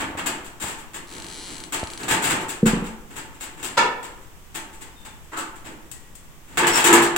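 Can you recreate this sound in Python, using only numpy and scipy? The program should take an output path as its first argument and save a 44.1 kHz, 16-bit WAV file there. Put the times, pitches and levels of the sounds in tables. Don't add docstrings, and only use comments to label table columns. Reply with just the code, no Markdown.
import sys
import numpy as np
from scipy import signal
from scipy.fft import rfft, irfft
from scipy.io import wavfile
from scipy.ndimage import uniform_filter1d

SR = 44100
rng = np.random.default_rng(int(sys.argv[2]) if len(sys.argv) > 2 else 0)


def file_out(sig):
    cols = np.atleast_2d(sig).T
    lim = np.clip(cols, -1, 1)
    pcm = np.round(lim * 32767).astype(np.int16)
    wavfile.write(sys.argv[1], SR, pcm)


N = 316197
TIME = np.arange(N) / SR
SECOND = TIME[:SR]
SAMPLES_50_MS = int(.05 * SR)

# freq_hz, gain_db
ROOM_TONE = [(15, -1), (25, -7), (223, -21), (256, -22.5), (659, -29.5), (911, -28.5), (1160, -26.5),
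             (1260, -29), (3340, -33), (4140, -40), (7920, -33.5), (9840, -40.5), (16000, -38.5)]
# freq_hz, t60_s
ROOM_DECAY = [(100, 0.64), (350, 0.9), (1000, 0.76), (2500, 0.53), (5000, 0.37), (8000, 0.33),
              (15000, 0.17)]
# freq_hz, correlation
STEREO_LIKENESS = [(60, 0.26), (130, 0.91), (330, 0.89), (700, 0.59), (1400, 0.0042), (2500, 0)]
# freq_hz, gain_db
LEFT_PORT = [(330, 0), (620, -0.5), (930, 3.5), (1350, -4), (2000, -4), (2800, 2), (5500, -1), (6700, 5.5),
             (7650, 16.5), (8500, 11.5), (9600, 6.5), (10600, 1)]
RIGHT_PORT = [(930, 0), (1400, 1.5), (2000, -1), (2800, -1.5), (4100, -7), (5200, -7.5), (6300, -3.5),
              (7200, 5), (8000, -49), (9200, -8), (11000, -8)]
# start_s, level_db
HOUSING_BUMPS = [(.102, -40.5), (.152, -38.5), (.641, -38), (1.831, -31)]

# start_s, level_db, slide_s
SCUFFS = [(5.319, -33.5, 0.049), (5.365, -32, 0.021)]
# freq_hz, gain_db
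SOLE_COLOUR = [(100, -27), (330, -6), (650, -13.5), (1000, -6.5), (1350, 3.5), (1900, -6.5), (3500, -17),
               (12000, -34.5)]
# time_s, pitch_hz, level_db
SQUEAK_PATH = [(4.929, 3700, -88), (4.989, 3625, -50), (5.07, 3540, -53.5), (5.15, 3540, -78)]
# time_s, slips_per_s
CREAK_STROKES = [
    [(1.074, 112), (1.15, 70), (1.22, 44), (1.27, 47), (1.32, 88), (1.41, 198), (1.47, 191), (1.59, 48),
     (1.645, 12)],
    [(1.796, 20.5), (1.895, 35), (1.96, 23), (2.05, 12)],
]
# freq_hz, width_hz, gain_db
CREAK_BODY = [(2880, 3800, 0.5), (4300, 600, 7), (6060, 570, 5.5), (7760, 210, 3), (9500, 1000, 3)]
# start_s, level_db
THUDS = [(2.629, -7), (2.660, -8), (2.732, -12), (2.772, -22), (2.822, -22)]
# pitch_hz, gain_db, t60_s
THUD_MODES = [(182, -10, 0.26), (217.5, 0, 0.21), (267, -5.5, 0.08), (377, -1.5, 0.045), (468, -4, 0.12),
              (486, -12, 0.046)]

# freq_hz, gain_db
GRIT_COLOUR = [(50, -12.5), (150, -4), (300, -3.5), (650, -6), (950, -4), (1700, 0.5), (2700, -3),
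               (4200, -8), (9000, -15.5), (16000, -14.5)]
# start_s, level_db, slide_s, hardness_db (treble gained)
RUBBLE_SHIFTS = [(0.0, -27.5, 0.016, -8.5), (0.173, -29.5, 0.016, -7.5), (0.2606, -25.5, 0.0099, 3),
                 (.600, -28, 0.086, 3.5), (.935, -35.5, 0.021, 1.5), (1.723, -26.5, 0.022, 1.5),
                 (2.082, -19, 0.044, -1), (2.222, -21.5, 0.049, 2), (2.297, -23.5, 0.019, -2),
                 (2.483, -32, 0.028, 8), (2.657, -22.5, 0.023, -1), (3.158, -35.5, .026, 1),
                 (3.404, -34.5, 0.031, 4.5), (3.628, -30, 0.031, 5.5), (4.028, -39, 0.018, 1),
                 (4.545, -32, 0.021, 4.5), (4.810, -42, .015, 2.5), (5.050, -42.5, 0.017, 0.5),
                 (5.370, -33.5, .022, 5.5)]
# start_s, level_db, slide_s
SHUFFLES = [(1.105, -37, 0.29), (1.46, -39, 0.2), (1.988, -32, .1), (2.31, -31.5, 0.044),
            (3.10, -43.5, .06), (3.57, -39.5, 0.12), (5.645, -39, 0.039), (6.478, -41.5, 0.22)]

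# freq_hz, width_hz, gain_db
RAIL_RESONANCES = [(331, 36, 2.5), (882, 32, 3.5)]
# start_s, level_db
CLACKS = [(3.771, -24), (3.776, -12.5)]
# freq_hz, width_hz, gain_db
FRAME_RESONANCES = [(495, 117, -4), (923, 34, 2), (991, 70, 4.5), (1300, 270, -3.5), (1742, 42, 2),
                    (2225, 120, -3), (2560, 61, -12), (3380, 180, -11.5), (5430, 3500, -31)]
# start_s, level_db
CLINKS = [(5.915, -54), (6.153, -61.5)]
# pitch_hz, gain_db, t60_s
CLINK_MODES = [(1920, 3, 0.45), (7750, -1, .12)]
# start_s, level_db
CHISEL_RINGS = [(6.724, -35.5), (6.745, -31), (6.768, -31.5)]
# pitch_hz, gain_db, t60_s
CHISEL_MODE = [(5421, 0, .06)]
# start_s, level_db, slide_s, hardness_db (treble gained)
SCRAPES = [(6.573, -19.5, 0.024, -4.5), (6.669, -20, 0.016, 0), (6.735, -17, 0.069, -1.5),
           (6.842, -15.5, 0.026, 4), (6.928, -16, 0.014, 7), (7.022, -24, 0.018, 1.5),
           (7.163, -21.5, 0.008, -3)]
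# start_s, level_db
LANDINGS = [(6.577, -34), (6.625, -24), (6.85, -24), (6.89, -18.5), (6.932, -13)]
# pitch_hz, gain_db, t60_s (shortened in ladder_top)
PLATE_MODES = [(236.4, -4.0, 0.48), (344.4, 8.5, 0.74), (457.0, -2.0, 0.81), (717, -11, 0.32),
               (897, -6.5, 0.55), (978, -1, 0.39), (1280, -4.5, 0.43), (1380, -10, 0.4), (395.6, -3, 0.73)]


def undb(db):
    return 10 ** (np.asarray(db) / 20)


def along(points, hz):
    freqs, values = np.transpose(points)
    return np.interp(np.log(np.maximum(hz, 1)), np.log(freqs), values)


def level(x, db):
    return x * undb(db) * np.sqrt(SAMPLES_50_MS / np.sum(x ** 2))


def add(out, start_s, x):
    i = int(np.clip(start_s * SR, 0, N - 1))
    out[i:i + len(x)] += x[:N - i]


def colour(x, points, size=2048):
    gain = undb(along(points, np.fft.rfftfreq(size, 1 / SR)))
    cepstrum = irfft(np.log(gain))
    cepstrum[1:size // 2] *= 2
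    cepstrum[size // 2 + 1:] = 0
    impulse = irfft(np.exp(rfft(cepstrum)))
    return signal.fftconvolve(x, impulse)[:len(x)]


def resonate(x, peaks):
    return sum(undb(db) * signal.lfilter(*signal.iirpeak(hz, hz / width_hz, fs=SR), x)
               for hz, width_hz, db in peaks)


def radiate(x, low_hz):
    return signal.sosfilt(signal.butter(3, low_hz, "high", fs=SR, output="sos"), x)


def strike(blows, modes, push_s, detune=.001):
    out = np.zeros(N)
    push = np.hanning(int(push_s * SR) + 3)
    for start_s, db in blows:
        ring = 0
        for hz, mode_db, t60_s in modes:
            phase = 2 * np.pi * hz * (1 + detune * rng.standard_normal()) * SECOND
            ring += undb(mode_db) * np.sin(phase) * np.exp(-np.log(1000) * SECOND / t60_s)
        add(out, start_s, level(signal.fftconvolve(ring, push), db))
    return out


def grind(slide_s, grains_per_s=2500, spread_db=5.5, bite=2.1, swell=0):
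    t = SECOND[:SR // 3]
    breaks = rng.random(len(t)) < grains_per_s / SR
    signs = rng.choice([-1, 1], len(t))
    sizes = undb(spread_db * np.minimum(rng.exponential(size=len(t)), 4))
    grains = breaks * signs * sizes
    grains[0] = 2 * bite
    return grains * np.exp(-(t / slide_s - swell) ** 2)


def crunch(db, slide_s, bass_db, treble_db, bite=1.3, swell=0):
    tilt = [(300, bass_db), (900, 0), (2000, 0), (7000, treble_db)]
    tone = [(hz, grit_db + along(tilt, hz)) for hz, grit_db in GRIT_COLOUR]
    grains = grind(slide_s, grains_per_s=560, bite=bite, swell=swell)
    return level(colour(grains, tone), db)


def diffuse_noise(size):
    likeness = np.clip(along(STEREO_LIKENESS, np.fft.rfftfreq(size, 1 / SR)), 0, .995)
    mid, side = rfft(rng.standard_normal((2, size)))
    mid *= np.sqrt((1 + likeness) / 2)
    side *= np.sqrt((1 - likeness) / 2)
    return irfft(np.array([mid + side, mid - side]), size)


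def room_tone(level_db=-44.5):
    noise = np.array([colour(channel, ROOM_TONE) for channel in diffuse_noise(N)])
    return noise * undb(level_db) / np.std(noise)


def room(x, direct=0.37, early=0.33, early_s=0.075):
    spectrum = rfft(diffuse_noise(SR))
    hz = np.fft.rfftfreq(SR, 1 / SR)
    tail = 0
    for band_hz, t60_s in ROOM_DECAY:
        band = along([(f, float(f == band_hz)) for f, _ in ROOM_DECAY], hz)
        tail += irfft(spectrum * band, SR) * np.exp(-np.log(1000) * SECOND / t60_s)
    tail *= 1 + early * np.exp(-SECOND / early_s)
    tail *= 1 - np.exp(-SECOND / 0.0009)
    tail /= np.sqrt(np.sum(tail ** 2) / 2)
    tail[:, 0] += direct
    return signal.fftconvolve(x[None], tail, axes=1)[:, :N]


def housing_bumps():
    modes = [(85.5, -0.5, .05), (223, 3, 0.013), (580, 8.5, 0.0083)]  # pitch_hz, gain_db, t60_s
    return radiate(strike(HOUSING_BUMPS, modes, push_s=0.00052), low_hz=51.3)


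def squeak(waver=0.011):
    times, hz, db = np.transpose(SQUEAK_PATH)
    wobble = uniform_filter1d(rng.standard_normal(N), size=120)
    pitch_hz = np.interp(TIME, times, hz) * (1 + waver * wobble / np.std(wobble))
    envelope = np.interp(TIME, times, undb(db), left=0, right=0)
    return envelope * np.sin(2 * np.pi * np.cumsum(pitch_hz) / SR)


def shoe():
    out = np.zeros(N)
    for start_s, db, slide_s in SCUFFS:
        add(out, start_s, level(colour(grind(slide_s), SOLE_COLOUR), db))
    return out


def slips(stroke, slow_per_s=27, slow_db=-39.5, db_per_octave=-2):
    times, rate = np.transpose(stroke)
    count = np.cumsum(np.interp(TIME, times, rate, left=0, right=0)) / SR
    starts = TIME[1:][np.diff(np.ceil(count)) > 0]
    octaves_faster = np.log2(np.interp(starts, times, rate) / slow_per_s)
    return np.column_stack([starts, slow_db + db_per_octave * octaves_faster])


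def creak(body=0.39, body_s=0.002, chatter=0.064, jitter_s=0.0002, grip_db=-9, grip_s=0.048):
    starts, levels_db = np.vstack([slips(stroke) for stroke in CREAK_STROKES]).T
    levels_db += grip_db * np.exp(-(starts - starts[0]) / grip_s)
    starts += jitter_s * rng.standard_normal(len(starts))
    fade = np.exp(-SECOND[:SAMPLES_50_MS] / body_s)
    reflections = body * rng.standard_normal(SAMPLES_50_MS)
    out = np.zeros(N)
    for start_s, db in zip(starts, levels_db):
        slip = (reflections + chatter * rng.standard_normal(SAMPLES_50_MS)) * fade
        slip[0] += 2
        add(out, start_s, level(resonate(slip, CREAK_BODY), db))
    return colour(out, [(10000, 2.5), (10900, -13)])


def heavy_thud():
    ring = radiate(strike(THUDS, THUD_MODES, push_s=0.0024), low_hz=148)
    shudder = strike(THUDS[:2], modes=[(32.0, 0, 0.97)], push_s=0.023)
    return undb(-7.5) * ring + undb(-19.0) * room(ring) + undb(-25.5) * shudder


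def floor_grit(crumb_fall_s=.185, crumb_db=-17, crumb_slide_s=0.022):
    out = np.zeros(N)
    for start_s, db, slide_s, hardness_db in RUBBLE_SHIFTS:
        bass_db = -0.5 - 0.23 * hardness_db
        add(out, start_s, crunch(db, slide_s, bass_db, hardness_db, bite=1.0, swell=0.34))
        add(out, start_s + crumb_fall_s, crunch(db + crumb_db, crumb_slide_s, bass_db, hardness_db))
    for start_s, db, slide_s in SHUFFLES:
        add(out, start_s, crunch(db, slide_s, bass_db=8, treble_db=-3, bite=0.93, swell=0.1))
    return out


def tool_grit(tick_db=13):
    out = np.zeros(N)
    for start_s, db in CLINKS:
        add(out, start_s, crunch(db + tick_db, slide_s=0.0021, bass_db=-11, treble_db=16))
    for start_s, db, slide_s, hardness_db in SCRAPES:
        add(out, start_s, crunch(db, slide_s, bass_db=-6, treble_db=hardness_db))
    for start_s, db in LANDINGS:
        rattle_db = -11.5 + 0.41 * db
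        add(out, start_s, crunch(rattle_db, slide_s=0.025, bass_db=-5.5, treble_db=-19, swell=0.51))
    return out


def rubble(spots=3):
    heard = sum(room(floor_grit() + tool_grit(), direct=0.25, early=1.0, early_s=0.0031)
                for _ in range(spots))
    return heard / np.sqrt(spots)


def ladder_frame(contact_s=0.0038, legs=2):
    leg_colour = [(250, -3.5), (450, -4.5), (5500, -1.5), (8000, -13.5), (14000, -10)]
    heard = 0
    for _ in range(legs):
        leg = np.zeros(N)
        for start_s, db in CLACKS:
            knock = resonate(grind(contact_s, bite=4.4), FRAME_RESONANCES)
            add(leg, start_s, level(knock, db))
        heard += room(colour(leg, leg_colour), direct=0.25, early=0.42, early_s=0.17)
    return heard / np.sqrt(legs)


def steel_tools():
    singing = strike(CHISEL_RINGS, CHISEL_MODE, push_s=.0001)
    clinking = strike(CLINKS, CLINK_MODES, push_s=.0001)
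    ring = singing + clinking
    return undb(-5) * ring + undb(-3) * room(ring)


def ladder_top(shortening=1.18):
    modes = [(hz, db, t60_s / shortening) for hz, db, t60_s in PLATE_MODES]
    ring = radiate(strike(LANDINGS, modes, push_s=0.00047), low_hz=276)
    return undb(4.5) * ring + undb(-10.5) * room(ring)


def scene():
    bumps = housing_bumps()
    creaking = creak()
    far = rubble() + room(shoe() + squeak() + undb(-12) * creaking)
    far += resonate(far, RAIL_RESONANCES)
    left, right = far + ladder_frame() + ladder_top() + steel_tools() + heavy_thud() + bumps
    through_ports = np.array([colour(left, LEFT_PORT), colour(right, RIGHT_PORT)])
    through_housing = undb(-10.0) * creaking
    return through_ports + through_housing + room_tone()


def record(dry):
    lowpass = signal.ellip(10, .2, 70, 16000, fs=SR, output="sos")
    return signal.sosfilt(lowpass, np.clip(dry, -1, 1))


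dry = scene()
out = record(dry)
file_out(out)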